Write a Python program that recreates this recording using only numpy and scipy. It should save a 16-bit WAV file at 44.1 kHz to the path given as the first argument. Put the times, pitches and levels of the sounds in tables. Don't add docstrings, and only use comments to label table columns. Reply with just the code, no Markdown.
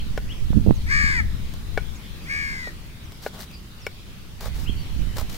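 import sys
import numpy as np
from scipy import signal
from scipy.fft import rfft, irfft, next_fast_len
from scipy.io import wavfile
from scipy.ndimage import uniform_filter1d, map_coordinates

SR = 44100
rng = np.random.default_rng(int(sys.argv[2]) if len(sys.argv) > 2 else 0)


def put_to_file(sound):
    columns = np.atleast_2d(sound).T
    safe = np.clip(columns, -1, 1)
    whole_steps = np.round(safe * 32767)
    wavfile.write(sys.argv[1], SR, whole_steps.astype(np.int16))


N = 236800

# (time [s], low knock [dB], middle [dB], high ring [dB], tick [dB])
KNOCKS = [(0.1756, -25, -36.5, -37, -37.5), (1.775, -19.5, -25, -20.5, -39.5), (2.672, -35, -55, -55, -59),
          (3.2626, -23.5, -33, -44, -56), (3.8663, -26.5, -38.5, -19.5, -31.5)]
# (frequency [Hz], relative level [dB], t60 [s])
BOARD_MODES = [(429, -1, 0.035), (596, 0, 0.025), (790, -1.5, 0.029), (1000, -14.5, 0.058),
               (1200, -7, 0.0064), (1460, 0, 0.055), (1680, 2, 0.019), (2265, -3, 0.038),
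               (2920, -12, 0.031), (3210, -10.5, 0.025), (5370, -2.5, 0.024), (7360, -2, 0.0068)]
# (frequency [Hz], left minus right [dB])
BOARD_BALANCE = [(400, 2.5), (2300, 6), (4500, 8), (8000, -8.5), (14000, 0.5)]
# (time [s], length [s], skin crackle [dB], flesh crunch [dB])
STROKES = [(3.218, 0.059, -47, -56), (3.328, 0.074, -53.5, -48), (3.384, 0.058, -48.5, -67),
           (4.401, 0.072, -45, -42), (4.537, 0.11, -50.5, -56.5), (5.156, 0.058, -43.5, -46.5),
           (5.29, 0.09, -46.5, -60)]
# (time [s], crack [dB], pop of the flesh [dB])
SKIN_SNAPS = [(1.538, -37.5, -42.5), (3.121, -41.5, -45), (3.411, -33, -57), (3.421, -33.5, -58),
              (3.513, -41.5, -60), (4.4077, -33, -37), (4.457, -37, -30.5), (5.168, -29.5, -31),
              (5.1835, -25.5, -29), (5.197, -30, -39), (5.212, -44, -33.5)]
# (frequency [Hz], relative density [dB])
SKIN_SPECTRUM = [(1180, -1), (2000, 0), (2720, -6), (3870, -0.5), (5840, -2), (8010, -7), (8730, -9.5),
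                 (15500, -5.5)]
FLESH_SPECTRUM = [(200, -54), (400, 1.5), (650, 0.5), (1300, -4.5), (2000, -14), (3500, -38)]
SNAP_SPECTRUM = [(800, -25), (4500, 5), (9000, -7.5), (15000, -1.5)]
# (time [s], length [s], voice [dB], rasp [dB], fade [dB], pitch fall [Hz], fall lateness [power],
# kick briefness [power], beak opening [dB], beak closing [dB], left port lag [s])
CROW_CALLS = [(.858, .372, -20, -35.5, 3, 214.5, 4.6, 1.3, -13.5, 2, 0.000294),
              (2.246, .47, -28.5, -43, 5, 141.2, 2.4, 3.1, -0.5, 22, 0.00032)]
# (frequency [Hz], relative gain [dB])
THROAT_RESPONSE = [(550, -52), (850, -13), (1100, -5.5), (1270, 0.5), (1430, -7.5), (1690, 11.5),
                   (1920, 14), (2210, 11), (2400, 3.5), (2600, -13), (3000, -24), (3600, -70)]
RASP_RESPONSE = [(2200, -53), (2900, -5), (3600, -2.5), (3950, -5), (4380, 7), (4900, 10), (5600, -1),
                 (6300, -3.5), (7400, -4.5), (8200, -5), (10000, -18), (13000, -28)]
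# (frequency [Hz], left minus right [dB])
CROW_BALANCE = [(700, -21), (1300, 8), (2400, 2.5), (4400, 4), (8000, -11)]
# (time [s], pitch [Hz], level [dB])
RISING_WHISTLES = [(0.286, 3106, -36.5), (4.657, 3113, -33.5)]
RISE_SHAPE = [(0, .77), (0.448, .985), (.8, 1.09), (1, 0.84)]
# (time [s], length [s], starting pitch [Hz], level [dB])
FALLING_WHISTLES = [(.74, .048, 7200, -52), (1.939, 0.049, 7900, -50.5), (3.028, 0.049, 7000, -56),
                    (3.794, 0.083, 6850, -49.5)]
# (time [s], length [s], pitch [Hz], level [dB], warble [share of pitch])
FAR_TWITTERS = [(-.02, 0.03, 3170, -35, .027), (1.38, 0.14, 3500, -52, 0.11),
                (1.977, 0.17, 3280, -50.5, 0.074), (3.518, 0.065, 4760, -46, .035),
                (4.697, 0.87, 3060, -54.5, .022), (4.749, 0.11, 4490, -49, 0.027)]
# (time [s], relative level [dB])
LEFT_BUFFETING = [(0, -32.5), (.42, -29), (.85, -21.5), (1.37, -21.5), (1.56, -37), (1.71, -23), (2.0, -38),
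                  (2.65, -41), (3.6, -47), (4.38, -42), (4.68, -36), (5.37, -35.5)]
RIGHT_BUFFETING = [(0, -26.5), (.22, -28), (.38, -32), (.58, -13), (.7, -10), (.76, -26), (1.7, -35),
                   (1.85, -48), (2.55, -40.5), (3.2, -50.5), (4.05, -43.5), (4.42, -39.5), (4.54, -21.5),
                   (4.79, -24.5), (4.86, -38.5), (4.96, -18.5), (5.2, -24), (5.37, -36)]
# (frequency [Hz], relative density [dB])
RUMBLE_SPECTRUM = [(11, 8.5), (18, 1.5), (61, 3.5), (151, -11.5), (259, -35.5), (442, -34), (601, -46),
                   (648, -46), (700, -41), (910, -78), (1540, -120)]
FLUTTER_SPECTRUM = [(60, 0), (190, 13.5), (400, -9.5), (700, -31), (2000, -44), (6000, -60)]
# (time [s], level [dB], half width [s])
RIGHT_EDDIES = [(0.506, -9, 0.0021), (0.532, -19.5, 0.00047), (0.576, -3.5, 0.002), (0.6646, -7.5, 0.0011),
                (.674, -7.5, 0.001), (.685, -3.5, 0.0026), (0.6935, -9.5, 0.00092), (.705, -9, 0.0021),
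                (0.709, 1.5, 0.0011), (4.697, -13.5, .0018)]
# (time [s], relative level [dB])
AMBIENCE_LEVEL = [(0.0, -55), (0.66, -55), (1.05, -52.5), (1.2, -54.5), (2.68, -55), (2.81, -56.5),
                  (4.4, -58), (4.56, -54), (5.37, -53.5)]
# (frequency [Hz], relative density [dB])
AMBIENCE_SPECTRUM = [(18, -41), (30, 1.5), (97, -4.5), (130, -5.5), (208, -7), (237, -12), (399, -18),
                     (443, -20.5), (656, -25.5), (996, -24), (1080, -24), (1230, -24.5), (3680, -24),
                     (7650, -34), (15500, -36)]
# (frequency [Hz], correlation [-1 to 1])
AMBIENCE_LIKENESS = [(60, 1), (240, 1), (950, 0.013), (3770, -0.012), (15000, -0.078)]
# (frequency [Hz], left minus right [dB])
AMBIENCE_BALANCE = [(60, -1.5), (180, 1.5), (550, 2), (1650, 2.0), (4970, 0), (15000, -4.5)]
# (frequency [Hz], rms depth [dB])
AMBIENCE_FLICKER = [(500, 0.74), (3500, 2.74), (9000, 0.64)]
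# (frequency [Hz], t60 [s])
YARD_DECAY = [(300, 0.33), (2000, 0.48), (9000, 0.049)]

CUT_ATTACK_S, CUT_RELEASE_S = 0.011, .014
CAW_TOP_HZ, SCOOP_HZ, SCOOP_S = 589.6, 164.6, .041
CAW_ATTACK_S, CAW_RELEASE_S, CAW_EDGE_DB = 0.058, 0.027, 27
FADE_AT, FADE_WIDTH = 0.61, 0.18
KICKS_PER_S, RASP_DB_PER_HZ = 79.7, .06
BEAK_HZ, BEAK_WIDTH_HZ, BEAK_OPEN_DB = 2120, 135, 7.5
RISE_S, FALL_OCTAVES_PER_S = 0.054, 10
SWIRLS_PER_S, SWIRL_HALF_WIDTH_S, SWIRL_DB = 14, 0.0027, 4
AMBIENCE_GAIN_DB, BAND_LIMIT_HZ = 15.5, 15800


def knife_knocks():
    out, t = np.zeros(N), np.arange(SR // 5) / SR
    hz, mode_db, t60 = np.transpose(BOARD_MODES)[:, :, None]
    polarity = (-1) ** np.arange(len(hz))[:, None]
    rattle_band = signal.butter(2, [350, 2200], "band", fs=SR, output="sos")
    for s, low, middle, high, tick in KNOCKS:
        blow_db = along([(650, low), (1500, middle), (2300, high), (3400, tick)], hz)
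        strength = amp(mode_db + blow_db + rng.normal(0, 1, hz.shape) + 3.5)
        ring = np.sum(polarity * strength * amp(-60 * t / t60) * np.sin(2 * np.pi * hz * t), axis=0)
        crack = amp(tick - 4 - 60 * t / 0.03) * rng.standard_normal(len(t))
        rattle = unit(signal.sosfilt(rattle_band, rng.standard_normal(len(t))))
        add(out, s, ring + crack + amp(low - 5.5 - 60 * t / 0.041) * rattle)
    return placed(out, BOARD_BALANCE) + amp(-25) * yard(out)


def knife_cuts():
    skin, flesh, cracks, pops = np.zeros((4, N))
    for s, length, skin_db, flesh_db in STROKES:
        t = clock() - s
        stroke = np.clip(t / CUT_ATTACK_S, 0, 1) * np.exp(-np.maximum(t - length, 0) / CUT_RELEASE_S)
        skin += amp(skin_db) * stroke
        flesh += amp(flesh_db) * stroke
    t = np.arange(SR // 20) / SR
    for s, crack_db, pop_db in SKIN_SNAPS:
        add(cracks, s, amp(crack_db - 60 * t / 0.019))
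        add(pops, s, amp(pop_db - 60 * t / 0.043))
    snaps = cracks * coloured(rng.standard_normal(N), SNAP_SPECTRUM)
    snaps += pops * coloured(rng.standard_normal(N), FLESH_SPECTRUM)
    tearing = unit(amp(3 * wobble(180)))
    crackle = skin * coloured(cell_bursts(rate=4300, spread_db=4.5), SKIN_SPECTRUM)
    scatter = amp(3) * skin * tearing * coloured(rng.standard_normal((2, N)), SKIN_SPECTRUM)
    crunch = flesh * coloured(cell_bursts(rate=990, spread_db=1.5), FLESH_SPECTRUM)
    return placed(crackle + crunch + snaps + scatter, BOARD_BALANCE)


def cell_bursts(rate, spread_db):
    clicks = (rng.random(N) < rate / SR) * rng.choice([-1, 1], N)
    return clicks * amp(spread_db * rng.standard_normal(N))


def crow():
    out = np.zeros((2, N))
    for s, length, voice_db, rasp_db, fade_db, fall_hz, lateness, *timbre, lag in CROW_CALLS:
        t = np.clip(clock() - s, 0, length)
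        progress = t / length
        f0 = CAW_TOP_HZ - SCOOP_HZ * np.exp(-(t / SCOOP_S) ** 2) - fall_hz * progress ** lateness
        effort = np.clip(np.minimum(t / CAW_ATTACK_S, (length - t) / CAW_RELEASE_S), 0, 1)
        gate = np.minimum(10 * effort, 1)
        edge_db = CAW_EDGE_DB * (effort - 1)
        tired_db = fade_db * (1 + np.tanh((progress - FADE_AT) / FADE_WIDTH)) / 2
        slack_db = RASP_DB_PER_HZ * (CAW_TOP_HZ - f0)
        call = caw(f0, gate, voice_db + edge_db - tired_db, rasp_db + edge_db / 2 - slack_db, *timbre)
        out += placed(call, CROW_BALANCE, lag) + amp(-22) * yard(call[0])
    return out


def caw(f0, gate, voice_db, rasp_db, briefness, beak_db, closing_db):
    on = gate > 0
    progress = np.linspace(0, 1, on.sum())
    beat = 2 * np.pi * np.cumsum(KICKS_PER_S * (1 + .03 * wobble(40))) / SR
    kick = np.abs(np.cos(beat / 2)) ** (2 * briefness) * (1 + .15 * wobble(80))
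    swing = np.interp(f0, [470, 545], [.015, .135])
    pitch = f0 * (1 + swing * (kick - kick.mean()) + .005 * wobble(45) + .003 * wobble(700))
    strength = gate * (1 - .25 * kick) * (1 + .2 * np.sin(beat))
    overtone_hz = np.arange(1, 23)[:, None] * pitch[on]
    overtones = np.cos(2 * np.pi * np.cumsum(overtone_hz, axis=1) / SR)
    resonance_hz = 5700 + 1400 * np.sin(2.5 * progress)
    lift = amp(5 * np.exp(-((overtone_hz - resonance_hz) / 450) ** 2))
    treble = np.clip((overtone_hz - BEAK_HZ) / BEAK_WIDTH_HZ, 0, 1)
    beak_gain = amp((BEAK_OPEN_DB - closing_db * progress ** 3) * treble)
    pulses, bright = np.zeros((2, N))
    pulses[on] = (beak_gain * overtones).sum(axis=0)
    bright[on] = (lift * overtones).sum(axis=0)
    hiss = rng.standard_normal((2, N))
    shaped = lambda source, spectrum: coloured(strength * source, spectrum) * np.sqrt(np.mean(on))
    throat = [(hz, db + beak_db * np.clip(np.log2(hz / 1700), 0, 1)) for hz, db in THROAT_RESPONSE]
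    voice = shaped(pulses, throat) + amp(-19) * shaped(hiss, throat)
    rasp = shaped(bright, RASP_RESPONSE) + amp(-12) * shaped(hiss, RASP_RESPONSE)
    return amp(voice_db) * voice + amp(rasp_db) * rasp


def small_birds():
    out = sum(whistle(*row) for row in FAR_TWITTERS)
    for s, hz, db in RISING_WHISTLES:
        glide = np.interp((clock() - s) / RISE_S, *np.transpose(RISE_SHAPE))
        out += whistle(s, RISE_S, hz * glide, db, warble=0.014)
    for s, length, hz, db in FALLING_WHISTLES:
        glide = 2 ** (-FALL_OCTAVES_PER_S * np.clip(clock() - s, 0, length))
        out += whistle(s, length, hz * glide, db, warble=.025)
    return out + amp(-7) * yard(out)


def whistle(s, length, hz, db, warble):
    swell = np.sin(np.pi * np.clip((clock() - s) / length, 0, 1))
    pitch = hz * (1 + warble * wobble(400))
    return amp(db) * swell * np.sin(2 * np.pi * np.cumsum(pitch) / SR)


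def wind_on_microphone():
    buffet_db = np.array([curve(LEFT_BUFFETING), curve(RIGHT_BUFFETING)])
    gust = amp(buffet_db + 1.74 * np.array([wobble(9), wobble(21)]))
    rumble = gust / np.hypot(1, gust / .13)
    out = amp(2.2) * rumble * coloured(rng.standard_normal((2, N)), RUMBLE_SPECTRUM)
    out += amp(2.5) * gust ** 2 * coloured(rng.standard_normal((2, N)), FLUTTER_SPECTRUM)
    swirls = amp(SWIRL_DB) * rumble * (rng.random((2, N)) < SWIRLS_PER_S / SR)
    swirl_shape = eddy(np.arange(-SR // 20, SR // 20) / SR, SWIRL_HALF_WIDTH_S)
    out += signal.fftconvolve(swirls, swirl_shape[None], "same", axes=1)
    out[1] += sum(amp(db) * eddy(clock() - s, width) for s, db, width in RIGHT_EDDIES)
    return out


def eddy(t, width):
    u = t / width
    return -3 * u / (1 + u ** 2) ** 2


def lawn_ambience():
    def mid_side_gains(hz):
        angle = np.arccos(np.clip(along(AMBIENCE_LIKENESS, hz), -1, 1)) / 2
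        return amp(along(AMBIENCE_SPECTRUM, hz)) * [np.cos(angle), np.sin(angle)]
    mid, side = filtered(rng.standard_normal((2, N)), mid_side_gains)
    hz, _, bands = signal.stft(np.array([mid + side, mid - side]), SR, nperseg=512)
    flicker = uniform_filter1d(rng.standard_normal(bands.shape[1:]), size=6, axis=0)
    flicker = unit(uniform_filter1d(flicker, size=16, axis=1))
    bands *= amp(along(AMBIENCE_FLICKER, hz)[:, None] * flicker)
    hiss = unit(signal.istft(bands, nperseg=512)[1][:, :N])
    return placed(amp(curve(AMBIENCE_LEVEL) + AMBIENCE_GAIN_DB) * hiss, AMBIENCE_BALANCE)


def yard(x):
    hz, t, bands = signal.stft(rng.standard_normal((2, SR // 2)), SR, nperseg=256)
    tail = signal.istft(bands * amp(-60 * t / along(YARD_DECAY, hz)[:, None]), SR, nperseg=256)[1]
    return signal.fftconvolve(x[None], tail / np.linalg.norm(tail[0]), axes=1)[:, :N]


def placed(x, balance, lag=0):
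    sides = np.array([[.5], [-.5]])
    return filtered(x, lambda hz: amp(sides * along(balance, hz)) * np.exp(-2j * np.pi * hz * lag * sides))


def amp(db):
    return 10 ** (np.asarray(db) / 20)


def unit(x):
    return x / np.sqrt(np.mean(x ** 2) + 1e-20)


def clock():
    return np.arange(N) / SR


def along(points, hz):
    f, v = np.transpose(points)
    return np.interp(np.log(hz + 1), np.log(f + 1), v)


def curve(points):
    return np.interp(clock(), *np.transpose(points))


def wobble(rate):
    return map_coordinates(rng.standard_normal(int(N * rate / SR) + 4), [clock() * rate])


def filtered(x, response):
    size = next_fast_len(N + SR // 4)
    return irfft(rfft(x, size) * response(np.fft.rfftfreq(size, 1 / SR)), size)[..., :N]


def coloured(x, spectrum):
    return unit(filtered(x, lambda hz: amp(along(spectrum, hz))))


def add(track, s, sound):
    part = track[..., round(s * SR):][..., :sound.shape[-1]]
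    part += sound[..., :part.shape[-1]]


def scene():
    return knife_knocks() + knife_cuts() + crow() + small_birds() + wind_on_microphone() + lawn_ambience()


def record(dry):
    return filtered(np.clip(dry, -1, 1), lambda hz: hz < BAND_LIMIT_HZ)


dry = scene()
out = record(dry)
put_to_file(out)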